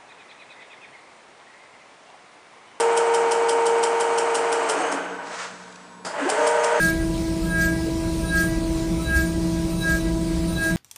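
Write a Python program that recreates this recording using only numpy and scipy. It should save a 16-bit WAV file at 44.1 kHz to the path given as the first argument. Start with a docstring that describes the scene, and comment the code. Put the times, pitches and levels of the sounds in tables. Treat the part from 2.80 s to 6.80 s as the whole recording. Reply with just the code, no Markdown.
"""A hydraulic pump runs in a workshop, coasts down and restarts with a contactor clack. Its drive clatters with
each shaft turn and belt lap, whines on shaft orders and ticks once a lap, about every fifth turn; the bearings
hiss and squeal. The cabinet booms and its panels rattle as the speed falls and rises. A soft hiss swells as it
comes to rest; mains hum and distant machines fill the pause."""
import sys
import numpy as np
from scipy import signal
from scipy.fft import rfft, irfft
from scipy.io import wavfile
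from scipy.ndimage import uniform_filter1d, map_coordinates

SR = 44100
rng = np.random.default_rng(int(sys.argv[2]) if len(sys.argv) > 2 else 0)


def dump_mix(stems):
    """Bounce the given channels to the path in sys.argv[1] as a 16-bit WAV at rate SR."""
    frames = np.atleast_2d(stems).T  # one column per channel
    limited = np.clip(frames, -1, 1)  # hard clip at full scale
    pcm = np.round(limited * 32767).astype(np.int16)
    wavfile.write(sys.argv[1], SR, pcm)


N = 176400
RESTART_S = 3.25

FIRST_RPS, SECOND_RPS = 29.0, 29.26
# time_s, speed_rps
SHAFT_SPEED = [(0, FIRST_RPS), (1.82, FIRST_RPS), (1.92, 27), (2.02, 21.5), (2.13, 17.4), (2.35, 9),
               (2.6, 1), (3.25, 1), (3.35, 9), (3.415, 16.8), (3.44, 18), (3.475, 23), (3.52, 26.8),
               (3.55, 27.3), (3.59, 28.9), (3.66, SECOND_RPS), (4, SECOND_RPS)]


def shaft():
    """Slightly wobbling shaft speed and the running count of turns."""
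    speed_rps = curve(SHAFT_SPEED) * (1 + 0.0015 * walk(25.47))
    return speed_rps, np.cumsum(speed_rps) / SR


# position_laps, width_laps, gain_db
LAP_SWELLS = [(.18, 0.023, 0.5), (.55, 0.029, 3), (.73, 0.04, 2)]
TURNS_PER_BELT = 5


def drive(turns):
    """Rough shaft and belt plus loose rattle, throbbing with each turn and swelling within each lap."""
    laps = turns / TURNS_PER_BELT
    rotating = undb(-5.5) * roughness(turns, points=1500) + undb(2.5) * roughness(laps, points=7500)
    throb = 1 + 0.16 * np.sin(2 * np.pi * turns) * np.sin(2 * np.pi * 3 * turns)
    swell_db = sum(db * np.exp(-((laps % 1 - at) / width) ** 2) for at, width, db in LAP_SWELLS)
    reverberant = room(rotating)
    loose = undb(-7) * rng.standard_normal(N)
    return throb * undb(swell_db) * (reverberant + loose)


def roughness(cycles, points):
    """The same random surface passes on every cycle of a rotating part."""
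    return map_coordinates(rng.standard_normal(points), [cycles % 1 * points], order=1, mode="grid-wrap")


# freq_hz, gain_db
BEARING_SPECTRUM = [(2500, 8), (3500, -43), (4300, 3), (5200, 0.5), (6100, 3), (6700, 4.5), (7500, 2.5),
                    (8000, 4), (8650, 0), (9100, -6), (9500, -7), (9900, -6), (10250, -13.5), (10500, -1.5),
                    (11000, -19)]
# pitch_hz, width_hz, level_db
JINGLE_MODES = [(7600, 220, -5), (8150, 200, -4), (8580, 200, -0.5)]


def bearings():
    """Bearing hiss with an uneven metallic jingle."""
    jingle = unit(undb(4 * walk(90)) * rings(JINGLE_MODES))
    return undb(-0.5) * noise(BEARING_SPECTRUM) + undb(-7) * jingle


# time_s, drive_db, bearing_db
RUN_LEVELS = [(0.03, -21.5, -41), (0.06, -22, -42), (0.86, -23.5, -42.5), (1.96, -21.5, -41),
              (2.0, -21, -38.5), (2.21, -27.5, -49.5), (2.32, -35.5, -56), (2.44, -39, -62)]
RESTART_LEVELS = [(3.29, -39, -75), (3.402, -25, -44.5), (3.672, -20, -36.5), (3.682, -22.5, -39.5),
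                  (3.96, -20.5, -40), (3.97, -20, -40.5)]
# freq_hz, gain_db
RUN_SPECTRUM = [(100, -42), (200, -28.5), (280, -19.5), (360, -5), (420, -8.5), (520, -5.5), (630, 0.5),
                (740, -1.5), (880, -2), (1050, -4), (1180, -3), (1500, -6.5), (1850, -10.5), (2300, -13),
                (2700, -16.5), (3000, -15), (3300, -23), (4000, -27)]
RESTART_SPECTRUM = [(100, -25.5), (270, -17), (360, -9.5), (520, -1.5), (620, 7), (760, -3.5), (900, 2.5),
                    (1250, -3), (1550, -0.5), (1900, -5), (2400, -11), (3100, -14), (4000, -22.5)]
DRIVE_TRIM_DB, STOP_DB_PER_S, FADE_IN_S = -1, 43, 0.03


def clatter(turns):
    """Drive and bearing noise dies away on coast-down and returns with a new timbre on restart."""
    rattle, bearing = drive(turns), bearings()

    def run(levels, spectrum):
        body = undb(curve(levels) + DRIVE_TRIM_DB) * colour(rattle, spectrum)
        return body + undb(curve(levels, column=2)) * bearing

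    t = times()
    fade_out = undb(-STOP_DB_PER_S * np.maximum(t - RUN_LEVELS[-1][0], 0))
    fade_in = np.clip((t - RESTART_S) / FADE_IN_S, 0, 1)
    return fade_out * run(RUN_LEVELS, RUN_SPECTRUM) + fade_in * run(RESTART_LEVELS, RESTART_SPECTRUM)


# shaft_order (rounded when played), run_db, restart_db
WHINE_ORDERS = [(12, -45.5, -56), (13, -42, -50), (16, -20.5, -23), (19, -50, -38), (20, -39.5, -27.5),
                (21, -40, -21), (23, -48.5, -63), (25, -40, -43), (28, -34.5, -44), (29, -48.5, -32),
                (31, -34, -61), (32.02, -28.5, -24), (42, -49, -33), (45, -38.5, -37), (48, -46, -44),
                (52.05, -54, -34), (67.6, -80, -44), (78.03, -44.5, -43)]
# time_s, gain_db
WHINE_GAIN = [(0, 0), (1.0, 0), (1.5, -3.5), (1.85, -5), (2.05, -8), (2.4, -12), (3.3, -3), (3.5, -3.5),
              (3.62, -2.5), (4, -4.5)]
FULL_SLIP, SLIP_DB, SPEED_EXPONENT, RADIATES_ABOVE_HZ = 0.17, -14, 1.93, 246


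def whine(speed_rps, turns):
    """Shaft orders weaken and judder below full speed; the bass does not radiate."""
    speed_ratio = speed_rps / speed_rps.max()
    slip = np.clip((1 - speed_ratio) / FULL_SLIP, 0, 1)
    tones = 0
    for order, run_db, restart_db in WHINE_ORDERS:
        db = np.where(times() < RESTART_S, run_db, restart_db) + walk(19.5) + slip * walk(47)
        phase = 2 * np.pi * (np.round(order) * turns + rng.random())
        tones += np.sqrt(2) * undb(db) * np.sin(phase)
    gain = undb(curve(WHINE_GAIN) + SLIP_DB * slip) * speed_ratio ** SPEED_EXPONENT
    highpass = signal.butter(8, RADIATES_ABOVE_HZ, "high", fs=SR, output="sos")
    return signal.sosfilt(highpass, gain * tones)


# start_s, level_db
BELT_TICKS = [(0.0044, -17.5), (0.1727, -17.5), (0.345, -18.5), (0.5174, -17.5), (0.6925, -17.5),
              (0.863, -18.5), (1.0355, -16.5), (1.2067, -19.5), (1.3824, -18.5), (1.5514, -17),
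              (1.7258, -20), (1.8957, -16), (2.1224, -23.5), (3.498, -17), (3.6731, -18.5), (3.8427, -19)]
# freq_hz, gain_db
TICK_SPECTRUM = [(1200, -21), (2400, -2), (2950, 4.5), (3500, -2.5), (4500, -1), (5400, 3), (6400, -0.5),
                 (7500, -6.5), (7950, 1), (8600, 7.5), (9500, -1.5), (11000, -6.5)]
# pitch_hz, width_hz, level_db
TICK_MODES = [(3090, 100, 0), (5010, 50, -4), (5550, 200, -2), (7400, 540, 5.5), (8370, 190, -5),
              (9840, 42, -5)]
TICK_LEAD_S, TICK_HOLD_S, TICK_DECAY_S = 0.0071, 0.0041, 0.0035


def belt_ticks():
    """Each tick is a light touch, a sharp slap, a short room tail and a metallic ring."""
    power, ring = 0, 0
    for start_s, db in BELT_TICKS:
        touch = undb(-5) * burst(start_s - TICK_LEAD_S, TICK_DECAY_S, TICK_HOLD_S)
        slap = burst(start_s, TICK_DECAY_S, TICK_HOLD_S)
        tail = undb(-8) * burst(start_s, decay_s=0.043)
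        power += undb(db - 7.5) ** 2 * (touch ** 2 + slap ** 2 + tail ** 2)
        ring += undb(db - 21) * burst(start_s, decay_s=0.03)
    return np.sqrt(power) * noise(TICK_SPECTRUM) + ring * rings(TICK_MODES)


# peak_s, pitch_hz, level_db, half_length_s
CABINET_BOOMS = [(1.944, 441.6, -28, 0.04), (2.024, 335, -38, 0.026), (2.034, 734, -29.5, .025),
                 (2.151, 278.6, -31, 0.022), (3.437, 277, -25.5, 0.021), (3.469, 361, -27.5, 0.017),
                 (3.489, 765, -21.5, 0.01), (3.541, 429.8, -25, 0.027)]


def cabinet_booms():
    """Cabinet resonances swell briefly, timed to the shaft crossing its critical speeds."""
    booms = 0
    for peak_s, hz, db, half_length_s in CABINET_BOOMS:
        swell = undb(db + 2 * walk(77)) * np.exp(-((times() - peak_s) / half_length_s) ** 2)
        booms += np.sqrt(2) * swell * tone(hz, waver_rad=0.26, waver_hz=106)
    return booms


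# pitch_hz, width_hz, level_db
PANEL_MODES = [(287.4, 12.4, -10.5), (458.5, 18, -7), (948.4, 4, -6.5), (1523, 48, -9.5)]
# time_s, gain_db
PANEL_GAIN = [(0, -42), (1.8, -35), (2.03, -28.5), (2.35, -32.5), (2.7, -50), (3.25, -51), (3.45, -35),
              (3.65, -28.5), (3.75, -41.5), (4, -40.5)]


def panels():
    """Sheet-metal panels ring at their own pitches, loudest around the speed changes."""
    return undb(curve(PANEL_GAIN)) * rings(PANEL_MODES)


# start_s, end_s, level_db
BEARING_SQUEALS = [(1.95, 2.17, -42), (2.17, 2.36, -52), (3.59, 3.70, -43), (3.77, 3.90, -46),
                   (3.91, 4.05, -44)]
SQUEAL_HZ, SQUEAL_RAMP_S = 6430, 0.035


def bearing_squeal():
    """A bearing's thin, unsteady whistle comes and goes."""
    t, envelope = times(), 0
    for start_s, end_s, db in BEARING_SQUEALS:
        envelope += undb(db) * np.clip(np.minimum(t - start_s, end_s - t) / SQUEAL_RAMP_S, 0, 1)
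    flicker = undb(2 * walk(60))
    return envelope * flicker * tone(SQUEAL_HZ, waver_rad=1.3, waver_hz=120)


# start_s, level_db, decay_s
CONTACTOR_CLACKS = [(3.249, -33, 0.012), (3.263, -38, 0.0084)]
# freq_hz, gain_db
CLACK_SPECTRUM = [(150, -4), (280, -1), (1000, 3.5), (1500, 0.5), (2300, -9), (4000, -13.5), (4900, -1.5),
                  (5600, -13), (7500, -7), (11000, -21)]


def contactor():
    """The contactor closes and bounces, each clack with a room tail."""
    envelope = 0
    for start_s, db, decay_s in CONTACTOR_CLACKS:
        tail = undb(-1.5) * burst(start_s, decay_s=0.081)
        envelope += undb(db) * (burst(start_s, decay_s) + tail)
    return envelope * noise(CLACK_SPECTRUM)


# start_s, level_db
BUTTON_CLICKS = [(2.925, -41), (2.958, -38.5)]
# freq_hz, gain_db
BUTTON_SPECTRUM = [(2500, 6), (3500, 3), (7000, 0), (9000, -10)]


def button():
    """The start button clicks lightly as it is pressed."""
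    envelope = sum(undb(db) * burst(start_s, decay_s=0.003) for start_s, db in BUTTON_CLICKS)
    return envelope * noise(BUTTON_SPECTRUM)


# time_s, level_db
HISS_LEVELS = [(2.43, -47), (2.475, -38), (2.52, -36.5), (2.545, -33.5), (2.58, -35), (2.6, -30.5),
               (2.64, -32), (2.7, -41), (2.85, -45), (3.2, -53.5)]
# freq_hz, gain_db
HISS_SPECTRUM = [(150, -51), (250, -21), (332, -20), (365, -15), (388, -26), (462, -7), (1410, 1),
                 (3000, -11.5), (6400, -12.5), (8490, -17), (10800, -35), (14000, -63), (22000, -120)]


def hiss():
    """A soft rush swells as the drive comes to rest."""
    return undb(curve(HISS_LEVELS) + walk(44)) * noise(HISS_SPECTRUM)


# pitch_hz, level_db
HUM_TONES = [(120, -67), (182, -55), (240, -63), (468, -67), (931, -60), (1082, -59), (2401, -69),
             (3661, -74), (6665, -77), (7868, -64)]
# freq_hz, gain_db
MACHINERY_SPECTRUM = [(15, -71), (25, -28), (148, -13), (181, -4), (245, -4), (265, -11), (872, -7),
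                      (1070, -7), (1240, -16), (4540, -26.5), (7350, -45), (8130, -33), (10800, -29),
                      (14000, -78), (22000, -120)]


def workshop():
    """Mains hum, idle whines and distant machinery."""
    hum = 0
    for hz, db in HUM_TONES:
        hum += np.sqrt(2) * undb(db + 1.9 * walk(5.9)) * tone(hz, waver_rad=0.31, waver_hz=11)
    return hum + undb(-50) * noise(MACHINERY_SPECTRUM)


def room(x, t60_s=1, tail_db=-6):
    """Direct sound plus the workshop's diffuse tail."""
    tail = rng.standard_normal(SR) * undb(-60 * times()[:SR] / t60_s)
    return x + undb(tail_db) * signal.fftconvolve(x, tail / np.linalg.norm(tail))[:N]


def undb(db):
    return 10 ** (np.asarray(db) / 20)


def unit(x):
    return x / np.sqrt(np.mean(x ** 2))


def times():
    return np.arange(N) / SR


def curve(table, column=1):
    """One table column, interpolated linearly in time."""
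    table = np.array(table)
    return np.interp(times(), table[:, 0], table[:, column])


def colour(x, spectrum):
    """Shape x by a spectrum, falling 37 dB per octave past both ends; rms 1."""
    hz, db = np.array(spectrum).T
    octaves = np.log2(np.maximum(np.fft.rfftfreq(N, 1 / SR), 1))
    outside = np.abs(octaves - np.clip(octaves, np.log2(hz[0]), np.log2(hz[-1])))
    gain_db = np.interp(octaves, np.log2(hz), db) - 37 * outside
    return unit(irfft(rfft(x) * undb(gain_db), N))


def noise(spectrum):
    return colour(rng.standard_normal(N), spectrum)


def rings(modes):
    """Narrow resonances shaken at random."""
    ringing = 0
    for hz, width_hz, db in modes:
        peak = signal.iirpeak(hz, hz / (2 * width_hz), fs=SR)
        band = signal.lfilter(*peak, rng.standard_normal(N))
        ringing += undb(db) * unit(signal.lfilter(*peak, band))
    return ringing


def walk(rate_hz):
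    """Smooth random drift; rms 1."""
    window = int(SR / rate_hz)
    smoothed = uniform_filter1d(rng.standard_normal(N), window, mode="wrap")
    return unit(uniform_filter1d(smoothed, window, mode="wrap"))


def tone(hz, waver_rad, waver_hz):
    """Sine with drifting phase."""
    return np.sin(2 * np.pi * hz * times() + waver_rad * walk(waver_hz))


def burst(start_s, decay_s, hold_s=0, attack_s=0.004):
    """Envelope: quick attack, hold, exponential release."""
    age_s = times() - start_s
    return np.clip(age_s / attack_s + 0.5, 0, 1) * np.exp(-np.maximum(age_s - hold_s, 0) / decay_s)


def scene():
    """The pump, its switches and the workshop, in mono."""
    speed_rps, turns = shaft()
    pump = clatter(turns) + whine(speed_rps, turns) + cabinet_booms() + panels() + belt_ticks()
    return (pump + bearing_squeal() + contactor() + button() + hiss() + workshop())[None]


def record(dry, cutoff_hz=10950):
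    """A steep low-pass cuts the top treble."""
    return signal.sosfilt(signal.ellip(10, 0.2, 70, cutoff_hz, fs=SR, output="sos"), dry)


dry = scene()
out = record(dry)
dump_mix(out)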